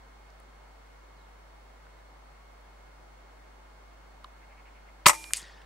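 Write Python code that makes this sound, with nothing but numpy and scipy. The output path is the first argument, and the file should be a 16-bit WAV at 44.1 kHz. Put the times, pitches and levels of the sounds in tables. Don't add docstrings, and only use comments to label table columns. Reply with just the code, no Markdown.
import sys
import numpy as np
from scipy import signal
from scipy.io import wavfile
from scipy.ndimage import uniform_filter1d

SR = 44100
rng = np.random.default_rng(int(sys.argv[2]) if len(sys.argv) > 2 else 0)


def natural_amplitude(level_db):
    exponent = np.asarray(level_db, float) / 20
    return 10 ** exponent


def master(y):
    cut = np.clip(np.atleast_2d(y).T, -1, 1)
    pcm = np.round(cut * 32767)
    wavfile.write(sys.argv[1], SR, pcm.astype(np.int16))


N = 249165
T_S = np.arange(SR // 2) / SR

SLAM_S, REBOUND_S, GRIP_S = 5.0664, 5.0945, 5.29
SMACK_S, SMACK_PAN_DB, HEDGE_PAN_DB = 5.3347, 1.5, 0.8


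def evened(x):
    return x / np.sqrt(np.mean(x ** 2) + 1e-20)


def read(points, hz):
    f, value = np.transpose(points)
    return np.interp(np.log(hz + 1), np.log(f + 1), value)


def add(mix, start_s, sound, pan_db=0):
    part = mix[:, round(start_s * SR):][:, :sound.shape[-1]]
    panned = sound * natural_amplitude([[pan_db / 2], [-pan_db / 2]])
    part += panned[:, :part.shape[1]]


def onset(rise_s):
    return 1 - np.exp(-T_S / rise_s)


def swell(u):
    return np.maximum(u, 0) ** 2 * np.exp(2 - 2 * np.abs(u))


def pair(count, same):
    a, b = rng.standard_normal((2, count))
    return np.array([a, same * a + np.sqrt(1 - min(same, 1) ** 2) * b])


def slow_pair(count, same, span):
    once = uniform_filter1d(pair(count, same), span, 1)
    return evened(uniform_filter1d(once, span, 1))


def resonate(x, hz, width_hz):
    r = np.exp(-np.pi * width_hz / SR)
    poles = [1, -2 * r * np.cos(2 * np.pi * hz / SR), r * r]
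    return signal.lfilter([(1 - r * r) / 2, 0, (r * r - 1) / 2], poles, x)


def resonate_twice(x, hz, width_hz):
    return resonate(resonate(x, hz, width_hz), hz, 2 * width_hz)


def body(x, modes):
    return sum((-1) ** k * natural_amplitude(db) * resonate_twice(x, hz, width_hz)
               for k, (hz, width_hz, db) in enumerate(modes))


def wash(count, size, colour, same, patchy_db, t60=None):
    frames, hz = 4 * count // size + 5, np.fft.rfftfreq(size, 1 / SR)
    a, b, c, d, patches = rng.standard_normal((frames, len(hz), 5)).T
    patches = uniform_filter1d(patches, size // 80, 0)
    patches = evened(uniform_filter1d(patches, 14, 1))
    same = np.clip(same, -1, 1)
    left = a + 1j * b
    right = same * left + np.sqrt(1 - same ** 2) * (c + 1j * d)
    z = np.array([left, right]) * natural_amplitude(read(colour, hz)[:, None] + patchy_db * patches)
    overlap = size * 3 // 4
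    scale = np.std(signal.istft(z, nperseg=size, noverlap=overlap)[1])
    if t60:
        frame_s = np.arange(frames) * size / 4 / SR
        z *= natural_amplitude(-60 * frame_s / read(t60, hz)[:, None])
    return signal.istft(z, nperseg=size, noverlap=overlap)[1][:, :count] / scale


def road_and_air():
    # hz, level_db [dB per Hz]
    air_colour = [(20, -17), (45, -25.5), (82, -25.5), (110, -15.5), (195, -18), (400, -15), (840, -12),
                  (1300, -16), (2000, -21.5), (2610, -26.5), (4370, -31), (8000, -36.5), (14800, -47.5),
                  (16000, -61)]
    # hz, left_right_likeness [-1..1]
    likeness = [(60, 1), (180, 0.24), (550, 0.012), (1650, 0.16), (4970, -0.13), (15000, 0.0)]
    same = read(likeness, np.fft.rfftfreq(2048, 1 / SR))[:, None]
    return natural_amplitude(-56.5) * wash(N, 2048, air_colour, same, patchy_db=0.25)


def hum_and_whine():
    # hz, rms_db, pan_db [left minus right], waver_db
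    steady_tones = [(50.03, -54.7, 0, .15), (150.09, -75, -1, .5), (250.15, -83, 0, .5),
                    (2163, -75, -11, .7), (4326, -84, -10, .7), (11536, -94, -6, 2.5), (15625, -91, -9, .7)]
    out, t = np.zeros((2, N)), np.arange(N) / SR
    for hz, db, pan_db, waver_db in steady_tones:
        sways = [np.sin(2 * np.pi * (f * t + rng.random())) for f in np.geomspace(.7, 9, 6)]
        waver = sum(sways) / np.sqrt(3)
        add(out, 0, np.sqrt(2) * natural_amplitude(db + waver_db * waver) * np.cos(2 * np.pi * hz * t), pan_db)
    return out


def bird_note(length_s, from_hz, to_hz, rough):
    t = np.arange(0, length_s, 1 / SR)
    hz = from_hz + (to_hz - from_hz) * t / length_s
    whistle = np.sqrt(2) * np.sin(2 * np.pi * np.cumsum(hz) / SR)
    rasp = slow_pair(4000, 0.49, 30)[:, :len(t)]
    return whistle * (1 - rough + rough * rasp) * np.hanning(len(t)) ** 0.27


def birds():
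    # start_s, length_s, from_hz, to_hz
    warble_notes = [
        (1.165, 0.01, 4700, 4700),
        (1.182, .018, 3980, 4130),
        (1.203, 0.025, 3950, 3770),
        (1.232, .03, 3120, 3850),
        (1.257, .012, 3400, 3220),
        (1.282, .014, 2830, 2770),
    ]
    # start_s, from_hz, level_db
    chatter_notes = [
        (4.333, 1626, -60.5),
        (4.41, 2160, -59),
        (4.494, 2200, -58),
        (4.57, 2290, -58.5),
        (4.652, 2290, -56),
        (4.745, 2284, -59.5),
        (4.86, 2190, -57.5),
    ]
    out = np.zeros((2, N))
    for start_s, length_s, from_hz, to_hz in warble_notes:
        add(out, start_s, natural_amplitude(-68.5) * bird_note(length_s, from_hz, to_hz, rough=.5), -1.5)
    for start_s, hz, db in chatter_notes:
        add(out, start_s, natural_amplitude(db) * bird_note(0.0467, hz, hz * (1 - 0.077), rough=0.62), -1.5)
    return out


def ticks(rows, pan_db):
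    out, t = np.zeros((2, N)), np.arange(4000) / SR
    for start_s, db, hz, width_hz in rows:
        t60_s = 0.02 * (1000 / hz) ** 0.4
        drive = natural_amplitude(-60 * t / t60_s) * pair(len(t), 0.75)
        drive[:, 0] = 0.15 * np.linalg.norm(drive[0])
        tone = resonate_twice(drive, hz, width_hz)
        tone *= np.sqrt(t60_s * SR / 14) / np.linalg.norm(tone[0])
        add(out, start_s, natural_amplitude(db) * tone, pan_db)
    return out


def handling():
    # start_s, level_db, hz, width_hz
    hand_ticks = [(.303, -57, 5200, 1200), (.401, -55, 9600, 3000), (.401, -52, 1150, 300),
                  (.433, -65, 9500, 2000), (1.867, -48, 1140, 400), (2.61, -64, 10000, 2000),
                  (4.2432, -38.5, 1040, 151), (4.2432, -38, 1206, 150), (4.2428, -45.5, 4050, 900),
                  (4.2445, -44.5, 3230, 700), (4.2428, -57, 9500, 2500), (5.241, -35, 2700, 2190),
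                  (5.2415, -42, 1130, 500), (5.288, -48, 3800, 4010), (5.3075, -38, 1200, 700),
                  (5.424, -52, 168, 119)]
    return ticks(hand_ticks, pan_db=-0.5)


def twigs():
    # start_s, level_db, hz, width_hz
    twig_snaps = [
        (5.363, -32.5, 8000, 3500),
        (5.3685, -27, 8300, 1476),
        (5.408, -49.5, 8500, 4010),
        (5.417, -41.5, 7200, 3490),
        (5.428, -41.5, 4400, 1805),
        (5.618, -51, 2860, 698),
        (5.617, -58, 7960, 2460),
    ]
    return ticks(twig_snaps, pan_db=-1)


def leaves():
    # time_s, level_db
    crackle_levels = [
        (5.364, -40),
        (5.37, -30),
        (5.396, -47),
        (5.47, -86),
    ]
    s, level_db = np.transpose(crackle_levels)
    t = np.arange(s[0], s[-1], 1 / SR)
    snaps = natural_amplitude(2.5 * np.minimum(rng.exponential(1, len(t)), 3))
    snaps = snaps * (rng.random(len(t)) < 6000 / SR)
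    modes = [(5350, 2500, -5), (8030, 2600, 6), (11000, 3000, -10.5)]  # hz, width_hz, level_db
    crackle = evened(body(snaps * pair(len(t), 1.0), modes))
    crackle *= natural_amplitude(np.interp(t, s, level_db) - 2.5) * signal.windows.tukey(len(t), .15)
    out = np.zeros((2, N))
    add(out, s[0], crackle, HEDGE_PAN_DB)
    return out


def hedge_scatter():
    # hz, level_db [dB per Hz]
    scatter_colour = [(500, -24.5), (1100, -18), (1500, -16), (1800, -8), (2300, -14), (3100, -12.5),
                      (3550, -8), (4100, -13), (4800, -9.5), (7300, -15.5), (11500, -18), (16000, -45.5)]
    # hz, t60_s
    scatter_t60 = [(1000, 3.6), (2000, 0.86), (4000, 0.9), (8000, 0.46), (15000, 0.16)]
    out = np.zeros((2, N))
    scatter = wash(len(T_S), 256, scatter_colour, same=1.0, patchy_db=3.3, t60=scatter_t60)
    add(out, SMACK_S + 0.0033, natural_amplitude(-45.5) * scatter, HEDGE_PAN_DB)
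    from_hz, to_hz, sink_s, sink_db, sink_t60_s = 2100, 1650, .35, -50.5, 1.3
    turns = np.cumsum(to_hz + (from_hz - to_hz) * np.exp(-2 * T_S / sink_s)) / SR
    flutter = slow_pair(len(T_S), 0.99, 150) * onset(0.022)
    add(out, SMACK_S, natural_amplitude(sink_db - 60 * T_S / sink_t60_s) * flutter * np.sin(2 * np.pi * turns))
    return out


def smack():
    # hz, level_db, rise_ms, start_ms
    pulses = [(8200, -2, .125, .42), (2400, -3.5, .25, .58), (4800, -20, .34, .5), (10500, -11, .11, .42)]
    out, ms = np.zeros((2, N)), T_S[:128] * 1000
    hit = sum(natural_amplitude(db) * swell((ms - start_ms) / rise_ms) * np.sin(2 * np.pi * hz * (ms - start_ms) / 1000)
              for hz, db, rise_ms, start_ms in pulses)
    hit = signal.lfilter(*signal.butter(4, 1250, "high", fs=SR), resonate(hit, 7000, 9000))
    add(out, SMACK_S, hit, SMACK_PAN_DB)
    copies = pair(len(T_S), 0.99) * (rng.random(len(T_S)) < 5000 / SR)
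    copies *= natural_amplitude(-18.5 - 60 * T_S / 0.2) * (T_S > .0012)
    modes = [(2470, 1096, -0.5), (4700, 750, 0), (6870, 1640, -1.0), (10500, 2000, -11.0)]
    add(out, SMACK_S, body(copies, modes), SMACK_PAN_DB)
    return out


def field_answer():
    # hz, level_db [dB per Hz]
    echo_colour = [(300, -28), (900, -20), (2100, 2), (3500, -1.5), (5000, 0.5), (7600, -1), (11000, -7),
                   (16000, -30.5)]
    # hz, t60_s
    echo_t60 = [(500, 0.56), (3000, 0.66), (6000, 0.78), (9000, 1.75), (15000, 2.7)]
    out = np.zeros((2, N))
    echo = wash(len(T_S), 256, echo_colour, same=0.84, patchy_db=-0.5, t60=echo_t60)
    echo *= onset(.01) * natural_amplitude(-150 * np.maximum(T_S - .26, 0))
    add(out, SLAM_S, natural_amplitude(-48.5 + 7.5) * echo)
    return out


def ringing_spring_and_stock():
    # hz, level_db, t60_s, pan_db [left minus right]
    spring_modes = [(325, -54, 1.0, -8), (620, -24, .08, 0), (1222, -13, .06, 1.5), (2390, -48, 3.5, -10),
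                    (5426, -57, 2.5, 2.5), (5502, -50, .62, 0)]
    # hz, level_db, t60_s, pan_db [left minus right]
    stock_rings = [(899, -31, .32, 1.2), (1060, -16, .06, 2.5), (1238, -22, .09, 0), (1935, -21, .07, 0),
                   (2067, -31, .12, 0)]
    out = np.zeros((2, N))
    grip_db = -160 * np.maximum(T_S + SLAM_S - GRIP_S, 0)
    for hz, db, t60_s, pan_db in spring_modes:
        add(out, SLAM_S, natural_amplitude(db - 60 * T_S / t60_s + grip_db) * np.sin(2 * np.pi * hz * T_S), pan_db)
    lagged_s = T_S - [[.00022], [0]]
    for hz, db, t60_s, pan_db in stock_rings:
        ring = natural_amplitude(db - 60 * T_S / t60_s) * onset(0.00018) * np.sin(2 * np.pi * hz * lagged_s)
        add(out, REBOUND_S, ring, pan_db)
    return out


def recoil_and_muzzle():
    out = np.zeros((2, N))
    thump = natural_amplitude(-14.5 - 60 * T_S / 0.029) * np.sin(2 * np.pi * 175 * T_S) * onset(0.002)
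    add(out, SLAM_S - .004, thump, 5.5)
    crack = natural_amplitude(-7 - 60 * T_S / .005) * pair(len(T_S), .8)
    add(out, SLAM_S + .0003, resonate(crack, 6000, 9000))
    return out


def action():
    # start_s, knock_db, hiss_db, knock_t60_s
    blows = [(5.0582, -9.5, -28.5, 0.072), (5.0622, -4, -13.5, 0.03), (5.0642, -7.5, -26, 0.024),
             (5.0664, -4.5, -2.5, 0.0092), (5.0705, -15.5, -9.5, 0.048), (5.0822, -36.5, -9.5, .025),
             (5.0838, -5, -7.5, 0.017), (5.0885, -34, -18, 0.048), (5.0940, -10.5, -15, 0.036),
             (5.0966, -17, -18, 0.03), (5.1005, -19, -27, 0.065), (5.114, -29.5, -37, 0.034),
             (5.131, -27, -37, 0.066), (5.141, -41, -37, 0.043), (5.149, -35, -37.5, 0.045)]
    # hz, width_hz, level_db
    stock_modes = [(196, 120, -24.5), (430, 330, -10.5), (630, 240, -6.5), (934, 350, -2.5),
                   (1215, 245, -2), (1994, 800, -8)]
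    # hz, width_hz, level_db
    receiver_modes = [(588, 42, -7), (872, 51, -8), (1058, 240, -10), (1202, 48, -1), (1930, 82, -5),
                      (2055, 58, -8), (2250, 160, -2.5), (2430, 110, -10)]
    # hz, width_hz, level_db
    cylinder_modes = [(95, 85, -17), (2540, 930, -8.5), (3220, 2050, -14.5), (4650, 700, -6.5)]
    # hz, width_hz, level_db
    nozzle_modes = [(5860, 2600, -7), (8300, 810, -1), (9700, 1100, -8.5), (11800, 3600, -15.5),
                    (14800, 2500, -24)]
    knock, hiss = np.zeros((2, N)), np.zeros((2, N))
    rise = onset(0.00018)
    for start_s, knock_db, hiss_db, t60_s in blows:
        rattle = natural_amplitude(-60 * T_S / t60_s) * rise * pair(len(T_S), 0.61)
        rattle[[0, 1], rng.integers(4, 16, 2)] = 3.0
        add(knock, start_s, natural_amplitude(knock_db + 11.0) * rattle, pan_db=1.9)
        air_db = hiss_db + 8.0 - 60 * T_S / (1.5 * t60_s)
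        add(hiss, start_s, natural_amplitude(air_db) * rise * pair(len(T_S), 0.59))
    left, right = body(knock, stock_modes[:3])
    flip = -0.52
    low_wood = np.array([left, flip * left + np.sqrt(1 - flip ** 2) * right])
    wood = low_wood - body(knock, stock_modes[3:])
    fading_db = -250 * np.maximum(np.arange(N) / SR - SLAM_S, 0)
    steel = body(knock, receiver_modes) + body(knock * natural_amplitude(fading_db), cylinder_modes)
    return wood + steel + body(hiss, nozzle_modes)


def scene():
    background = road_and_air() + hum_and_whine() + birds() + handling()
    hedge = twigs() + leaves() + hedge_scatter() + smack()
    rifle = field_answer() + ringing_spring_and_stock() + recoil_and_muzzle() + action()
    return background + hedge + rifle


def low_pass(x):
    return signal.sosfilt(signal.butter(12, 16280, fs=SR, output="sos"), x)


def record(dry):
    return low_pass(np.clip(dry, -1, 1))


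dry = scene()
out = record(dry)
master(out)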